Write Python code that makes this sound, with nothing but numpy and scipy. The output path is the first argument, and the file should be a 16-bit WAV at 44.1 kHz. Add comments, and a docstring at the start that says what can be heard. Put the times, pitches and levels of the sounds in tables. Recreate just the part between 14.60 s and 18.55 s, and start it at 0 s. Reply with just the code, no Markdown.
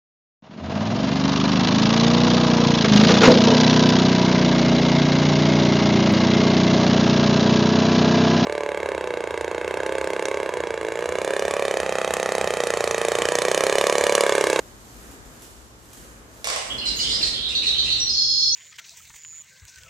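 """Seed husks rustle over a low rumble: finches are feeding at a tray in a hard-walled aviary.
One takes off with a clatter of wing claps, and others flutter up in soft puffs of air.
Loud twittering follows: whistles and buzzy chirps (modulated tones) and nasal calls (filtered pulses),
ending in a two-pitched trill over a brief low drone. Dense wall reflections smear the song."""
import sys
import numpy as np
from scipy import signal
from scipy.fft import rfft, irfft
from scipy.io import wavfile

SR = 44100
rng = np.random.default_rng(int(sys.argv[2]) if len(sys.argv) > 2 else 0)


def file_out(sig):
    """Save sig as 16-bit WAV at sys.argv[1]."""
    # one column per channel
    cols = np.atleast_2d(sig).T
    # limit, then scale
    lim = np.clip(cols, -1, 1)
    pcm = np.round(lim * 32767).astype(np.int16)
    wavfile.write(sys.argv[1], SR, pcm)


N = 174195
TIME = np.arange(N) / SR

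# Whistled notes. Each row: start and length in seconds, first and last pitch in Hz,
# relative level in dB, pitch flutter in Hz.
WHISTLES = [(2.096, 0.039, 2950, 2925, -38, 111), (2.101, 0.034, 3284, 3277, -33, 90),
            (2.18, 0.023, 4850, 4540, -35, 425), (2.183, 0.016, 4195, 4175, -33, 60),
            (2.212, 0.03, 2910, 2862, -32.5, 132), (2.257, 0.021, 4125, 4260, -24, 98),
            (2.265, 0.039, 4450, 4644, -29.5, 468), (2.367, 0.026, 6730, 6620, -33, 158),
            (2.357, 0.03, 13300, 13400, -44.5, 177), (2.387, 0.023, 2923, 2903, -30.5, 82),
            (2.396, 0.031, 4400, 4390, -27.5, 348), (2.405, 0.114, 5400, 5290, -39.5, 166),
            (2.427, 0.048, 3370, 3260, -29.5, 224), (2.5, 0.023, 3644, 4340, -25, 190),
            (2.523, .048, 4660, 5350, -27.5, 232), (2.612, 0.02, 2604, 4540, -33, 300),
            (2.627, 0.014, 4137, 4310, -18.5, 234), (2.667, 0.025, 4290, 4327, -32, 97),
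            (2.734, 0.075, 3445, 3263, -33, 203), (2.827, 0.05, 3678, 3890, -29, 243),
            (2.902, 0.051, 2682, 2720, -37, 133.5), (3.022, 0.036, 2765, 2526, -34, 227),
            (3.144, 0.054, 3083, 3206, -32.5, 132.5), (3.258, 0.043, 2756, 2934, -33.5, 190),
            (3.369, 0.039, 7580, 7620, -46.5, 220), (3.398, 0.05, 5715, 5670, -24.5, 56),
            (3.466, 0.036, 4200, 4440, -26.5, 116), (3.922, 0.05, 5950, 6130, -22, 104)]
# Repeats of one chirp. Each row: start and length in seconds, relative level in dB.
BUZZY_CHIRPS = [(2.95, 0.033, -21.5), (3.066, 0.024, -19), (3.183, .026, -20), (3.301, 0.033, -21.5)]
# Pips of the trill. Each row: start in seconds, pitch in Hz, relative level in dB.
TRILL_PIPS = [(3.493, 5144, -22.5), (3.543, 4300, -20), (3.586, 5150, -22), (3.618, 4298, -23.5),
              (3.657, 5170, -23.5), (3.689, 4270, -22.5), (3.703, 5160, -24), (3.748, 4290, -23),
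              (3.756, 5185, -25), (3.79, 5336, -24), (3.813, 4290, -20.5), (3.85, 5190, -21.5),
              (3.865, 4306, -31.5)]
# Side tones of a pip. Each row: pitch in Hz, flutter in Hz, level in dB relative to the pip.
PIP_SIDE_TONES = [(3360, 94, -18), (6490, 260, -17.5)]
# Nasal calls. Each row: start and length in seconds, pitch in Hz, relative level in dB.
NASAL_CALLS = [(2.253, 0.049, 730.5, -35.5), (2.39, 0.056, 709.6, -34), (2.492, 0.054, 669, -34.5),
               (2.614, 0.068, 608.4, -34), (2.885, 0.048, 669, -40), (3.028, .07, 608, -38.5),
               (3.239, 0.051, 664, -39), (3.376, 0.026, 976, -42.5)]
# Wing claps. Each row: start in seconds, relative level in dB.
WING_CLAPS = [(1.8433, -19.5), (1.853, -24.5), (1.872, -19), (1.887, -25), (1.901, -20), (1.914, -35),
              (1.925, -26), (1.93, -25.5), (1.961, -20.5)]
# Pecks in the seed. Each row: start in seconds, relative level in dB.
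SEED_PECKS = [(0.513, -48.5), (0.653, -53), (0.82, -45), (.845, -52), (1.331, -46)]

# Spectra of throat and beak, feathers, wing draught, husks and rumble.
# Each row: frequency in Hz, relative level in dB.
BEAK_SPECTRUM = [(1200, -25), (2000, -3), (2800, -9.5), (5200, 3.5), (6200, -5.5), (8000, -4.5),
                 (10000, -16), (14000, -40)]
FEATHER_SPECTRUM = [(280, -32), (430, -10), (580, -1), (820, -11), (1100, -4), (1450, -13), (2100, -4),
                    (2700, -8.5), (4700, -7.5), (8000, -9), (14000, -38)]
DRAUGHT_SPECTRUM = [(25, -21), (42, 3.5), (62, 3.5), (88, -9), (115, -2), (160, -8.5), (250, -4),
                    (520, -9.5), (800, -16), (1700, -12.5), (4000, -34.5)]
HUSK_SPECTRUM = [(500, -0.5), (1800, -9), (3000, -4.5), (5500, -4.5), (7100, 1), (9000, -4.5),
                 (12000, -5.5), (15000, -6)]
RUMBLE_SPECTRUM = [(25, -23.5), (62, 4), (90, -17), (200, -9), (420, -12.5), (700, -15.5), (1100, -14),
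                   (2500, -26.5), (7000, -26.5), (14000, -68)]

# Envelopes of wing draught, seed rustle, rumble and drone. Each row: time in seconds, level in dB.
DRAUGHT_ENVELOPE = [(0, -48.5), (.25, -55.5), (.45, -46), (.8, -49), (1.1, -59), (1.45, -46), (2.03, -55),
                    (2.13, -38.5), (2.28, -38.5), (2.45, -38.5), (2.65, -36.5), (2.85, -42), (3.25, -39.5),
                    (3.5, -45.5), (3.9, -54)]
RUSTLE_ENVELOPE = [(0, -49.5), (.13, -55), (.42, -48.5), (.62, -56.5), (.82, -49.5), (1.15, -58.5),
                   (1.38, -47.5), (1.65, -60), (1.76, -50.5), (3.2, -65)]
RUMBLE_ENVELOPE = [(0, -47.5), (.8, -48.5), (1.15, -49.5), (1.45, -53), (1.8, -48), (3.95, -51)]
DRONE_ENVELOPE = [(3.05, -60.5), (3.25, -43), (3.6, -54.5)]

# Coherence of diffuse noise. Each row: frequency in Hz, left-right correlation.
DIFFUSE_COHERENCE = [(250, 0.81), (550, 0.71), (1100, -0.23), (3000, -0.27)]
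# Balance of diffuse noise. Each row: frequency in Hz, left minus right level in dB.
DIFFUSE_BALANCE = [(50, 6), (250, 0.5), (2000, 0)]
# Reverberation of the aviary. Each row: frequency in Hz, time in seconds to fall by 60 dB.
REVERB_TIMES = [(3000, 1), (5000, 0.71), (8000, 0.9), (14000, 0.23)]


def twitter(gain_db=7, rasp_db=-14, reference_flutter_hz=200):
    """Modulation roughens a gliding tone: the more its pitch flutters, the raspier the note."""
    out = np.zeros(N)
    for start, length, first_hz, last_hz, db, flutter_hz in WHISTLES:
        envelope = syllable(length)
        roughness = rasp(len(envelope), rasp_db + 20 * np.log10(flutter_hz / reference_flutter_hz))
        tone = np.sin(glide_phase(len(envelope), first_hz, last_hz, flutter_hz))
        add(out, start, from_db(db + gain_db) * envelope * roughness * tone)
    return out


def chirps(gain_db=7, fifth_db=-20, octave_db=-33):
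    """Modulation makes a slightly rising chirp buzz, with faint tones a fifth and an octave above."""
    out = np.zeros(N)
    for start, length, db in BUZZY_CHIRPS:
        envelope = syllable(length)
        phase = glide_phase(len(envelope), first_hz=4030, last_hz=4104, flutter_hz=267.6)
        overtones = from_db(fifth_db) * np.sin(1.5 * phase) + from_db(octave_db) * np.sin(2 * phase)
        tone = rasp(len(envelope), depth_db=-14) * (np.sin(phase) + overtones)
        add(out, start, from_db(db + gain_db) * envelope * tone)
    return out


def trill(gain_db=3):
    """Superposition of a raspy tone and faint side tones makes pips that hop between two pitches."""
    out, envelope = np.zeros(N), syllable(length_s=0.0595)
    n = len(envelope)
    for start, hz, db in TRILL_PIPS:
        tone = rasp(n, depth_db=-16) * np.sin(glide_phase(n, hz, hz, flutter_hz=135))
        for side_hz, flutter_hz, side_db in PIP_SIDE_TONES:
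            tone += from_db(side_db) * np.sin(glide_phase(n, side_hz, side_hz, flutter_hz))
        add(out, start, from_db(db + gain_db) * envelope * tone)
    return out


def nasal_calls(gain_db=3, arch_depth=0.14, jitter=0.0514, top_hz=14600):
    """Source and filter: throat and beak resonances shape jittery pulses on an arching pitch."""
    out = np.zeros(N)
    for start, length, hz, db in NASAL_CALLS:
        envelope = syllable(length)
        arch = np.sin(np.linspace(0, np.pi, len(envelope))) - 0.5
        pitch = hz * (1 + arch_depth * arch + jitter * wobble(len(envelope), 361))
        phase = 2 * np.pi * np.cumsum(pitch) / SR
        pulses = sum(np.cos(k * phase) for k in range(1, int(top_hz / hz)))
        add(out, start, from_db(db + gain_db) * envelope * unit_rms(pulses))
    return colour(out, BEAK_SPECTRUM)


def take_off(gain_db=2, clap_decay_s=0.0021, swish_decay_s=0.017, swish_db=-13, rattles_per_s=3000):
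    """Impulsive excitation: each wing stroke is a sharp clap and a short swish of rattling feathers."""
    force, t = np.zeros(N), TIME[:SR // 5]
    stroke = np.exp(-t / clap_decay_s) + from_db(swish_db) * np.exp(-t / swish_decay_s)
    for start, db in WING_CLAPS:
        add(force, start, from_db(db + gain_db) * stroke)
    rattle = from_db(-2) * unit_rms(random_clicks(rattles_per_s))
    return colour(force * unit_rms(rng.standard_normal(N) + rattle), FEATHER_SPECTRUM)


def wing_cracks(peak_db=-26, decay_s=0.003, exponent=2.5):
    """Wing tips meet in a dry, bright crack; a power law favours the hardest strokes."""
    force, decay = np.zeros(N), np.exp(-TIME[:SR // 20] / decay_s)
    hardest_db = max(db for _, db in WING_CLAPS)
    for start, db in WING_CLAPS:
        add(force, start, from_db(peak_db + exponent * (db - hardest_db)) * decay)
    return force * rng.standard_normal((2, N))


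def wing_draught():
    """Air displaced by birds on the wing is heard as soft puffs of low noise."""
    return level(DRAUGHT_ENVELOPE) * diffuse_noise(DRAUGHT_SPECTRUM)


def seeds(peck_gain_db=3.5, peck_decay_s=0.01, husks_per_s=1200):
    """Shot noise: tiny husk clicks merge into a rustle that swells as the birds shuffle and peck."""
    force = level(RUSTLE_ENVELOPE)
    for start, db in SEED_PECKS:
        add(force, start, from_db(db + peck_gain_db) * np.exp(-TIME[:SR // 10] / peck_decay_s))
    clicks = random_clicks(husks_per_s) * from_db(-0.5 * np.minimum(rng.exponential(1, N), 4))
    rustle = unit_rms(unit_rms(clicks) + 0.57 * rng.standard_normal(N))
    return colour(force * rustle, HUSK_SPECTRUM)


def background(drone_hz=111):
    """A diffuse field of distant rumble and faint hiss; a low, wavering drone swells near the end."""
    pitch = drone_hz + 4 * wobble(N, 17)
    drone = np.sqrt(2) * np.sin(2 * np.pi * np.cumsum(pitch) / SR)
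    return level(RUMBLE_ENVELOPE) * diffuse_noise(RUMBLE_SPECTRUM) + level(DRONE_ENVELOPE) * drone


def aviary(x, direct_db, left_lag_s, build_up_s=0.0016):
    """Reverberation: dense reflections follow the direct sound and die sooner in the treble."""
    t, tail = TIME[:SR], 0
    edges_hz = np.geomspace(120, 18000, 11)
    for low, high in zip(edges_hz, edges_hz[1:]):
        bandpass = signal.butter(2, [low, high], "band", fs=SR, output="sos")
        band = signal.sosfilt(bandpass, rng.standard_normal((2, SR)))
        tail += band * np.exp(-np.log(1000) * t / at_hz(REVERB_TIMES, np.sqrt(low * high)))
    tail *= 1 - np.exp(-t / build_up_s)
    tail /= np.sqrt(np.sum(tail ** 2, axis=1, keepdims=True))
    reflections = signal.fftconvolve(x[None], tail, axes=1)[:, :N]
    ears = np.array([np.interp(TIME - left_lag_s, TIME, x), x])
    direct = from_db(direct_db)
    return (direct * ears + reflections) / np.hypot(1, direct)


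def diffuse_noise(spectrum):
    """Partial coherence: the two channels are alike in the bass and nearly unrelated in the treble."""
    hz, sides = np.fft.rfftfreq(N, 1 / SR), np.array([[1], [-1]])
    mid, side = rfft(rng.standard_normal((2, N)))
    correlation = at_hz(DIFFUSE_COHERENCE, hz)
    ears = np.sqrt(1 + correlation) * mid + np.sqrt(1 - correlation) * side * sides
    gain = from_db(at_hz(spectrum, hz) + sides * at_hz(DIFFUSE_BALANCE, hz) / 2) * (hz > 20)
    return unit_rms(irfft(gain * ears, N))


def syllable(length_s, attack_s=0.0016, release_s=0.01):
    """Amplitude envelope of one note: rounded attack, hold and release."""
    t = TIME[:int((length_s + release_s / 2) * SR)]
    ramps = np.clip(t / attack_s, 0, 1) * np.clip((t[-1] - t) / release_s, 0, 1)
    return np.sin(np.pi / 2 * ramps) ** 2


def glide_phase(n, first_hz, last_hz, flutter_hz):
    """Phase is the integral of frequency, here a glide with random flutter."""
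    flutter = flutter_hz * np.sqrt(2) * np.tanh(wobble(n, bandwidth_hz=311))
    return 2 * np.pi * np.cumsum(np.linspace(first_hz, last_hz, n) + flutter) / SR


def rasp(n, depth_db):
    """Fast random amplitude modulation is heard as roughness."""
    return 1 + from_db(depth_db) * wobble(n, bandwidth_hz=700)


def wobble(n, bandwidth_hz):
    """Low-passed noise gives smooth random motion of unit power."""
    lowpass = signal.butter(4, bandwidth_hz, fs=SR, output="sos")
    return unit_rms(signal.sosfilt(lowpass, rng.standard_normal(n + SR // 10))[-n:])


def random_clicks(per_s):
    """A Poisson process of impulses with random sign."""
    return (rng.random(N) < per_s / SR) * rng.choice([-1, 1], N)


def colour(x, spectrum, size=2048):
    """A minimum-phase filter imposes the spectrum; white noise keeps its power."""
    magnitude = unit_rms(from_db(at_hz(spectrum, np.fft.rfftfreq(size, 1 / SR))))
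    cepstrum = irfft(np.log(magnitude))
    cepstrum[1:size // 2] *= 2  # folding the cepstrum makes the filter causal
    cepstrum[size // 2 + 1:] = 0
    return signal.fftconvolve(x, irfft(np.exp(rfft(cepstrum))))[:N]


def pan(left_minus_right_db):
    """A level difference between the ears sets the direction."""
    return unit_rms(from_db(np.array([[1], [-1]]) * left_minus_right_db / 2))


def level(envelope):
    """Gain over time, interpolated in decibels."""
    return from_db(np.interp(TIME, *np.transpose(envelope)))


def at_hz(table, hz):
    """Interpolation on a log-frequency axis."""
    frequencies, values = np.transpose(table)
    return np.interp(np.log(hz + 1e-3), np.log(frequencies), values)


def from_db(db):
    """Decibels to amplitude ratio."""
    return 10 ** (np.asarray(db) / 20)


def unit_rms(x):
    """Normalisation to unit power."""
    return x / np.sqrt(np.mean(x ** 2) + 1e-20)


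def add(out, start_s, x):
    """Superposition of a sound at a given time."""
    i = int(start_s * SR)
    out[i:i + len(x)] += x[:N - i]


def scene(left_lag_s=0.0004094):
    """Time and level differences place the birds to the right, within the diffuse background."""
    calls = twitter() + chirps() + nasal_calls()
    song = aviary(calls, direct_db=-2, left_lag_s=left_lag_s) * pan(-4)
    song += aviary(trill(), direct_db=-2, left_lag_s=left_lag_s) * pan(-2)
    claps = aviary(take_off(), direct_db=-3, left_lag_s=left_lag_s / 2)
    wings = (claps + wing_cracks()) * pan(-3) + wing_draught()
    feeding = aviary(seeds(), direct_db=-1, left_lag_s=0) * pan(-2.5)
    return song + wings + feeding + background()


def record(dry, cutoff_hz=14600):
    """An elliptic low-pass filter cuts the highest treble steeply."""
    return signal.sosfilt(signal.ellip(10, 0.2, 80, cutoff_hz, fs=SR, output="sos"), dry)


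dry = scene()
out = record(dry)
file_out(out)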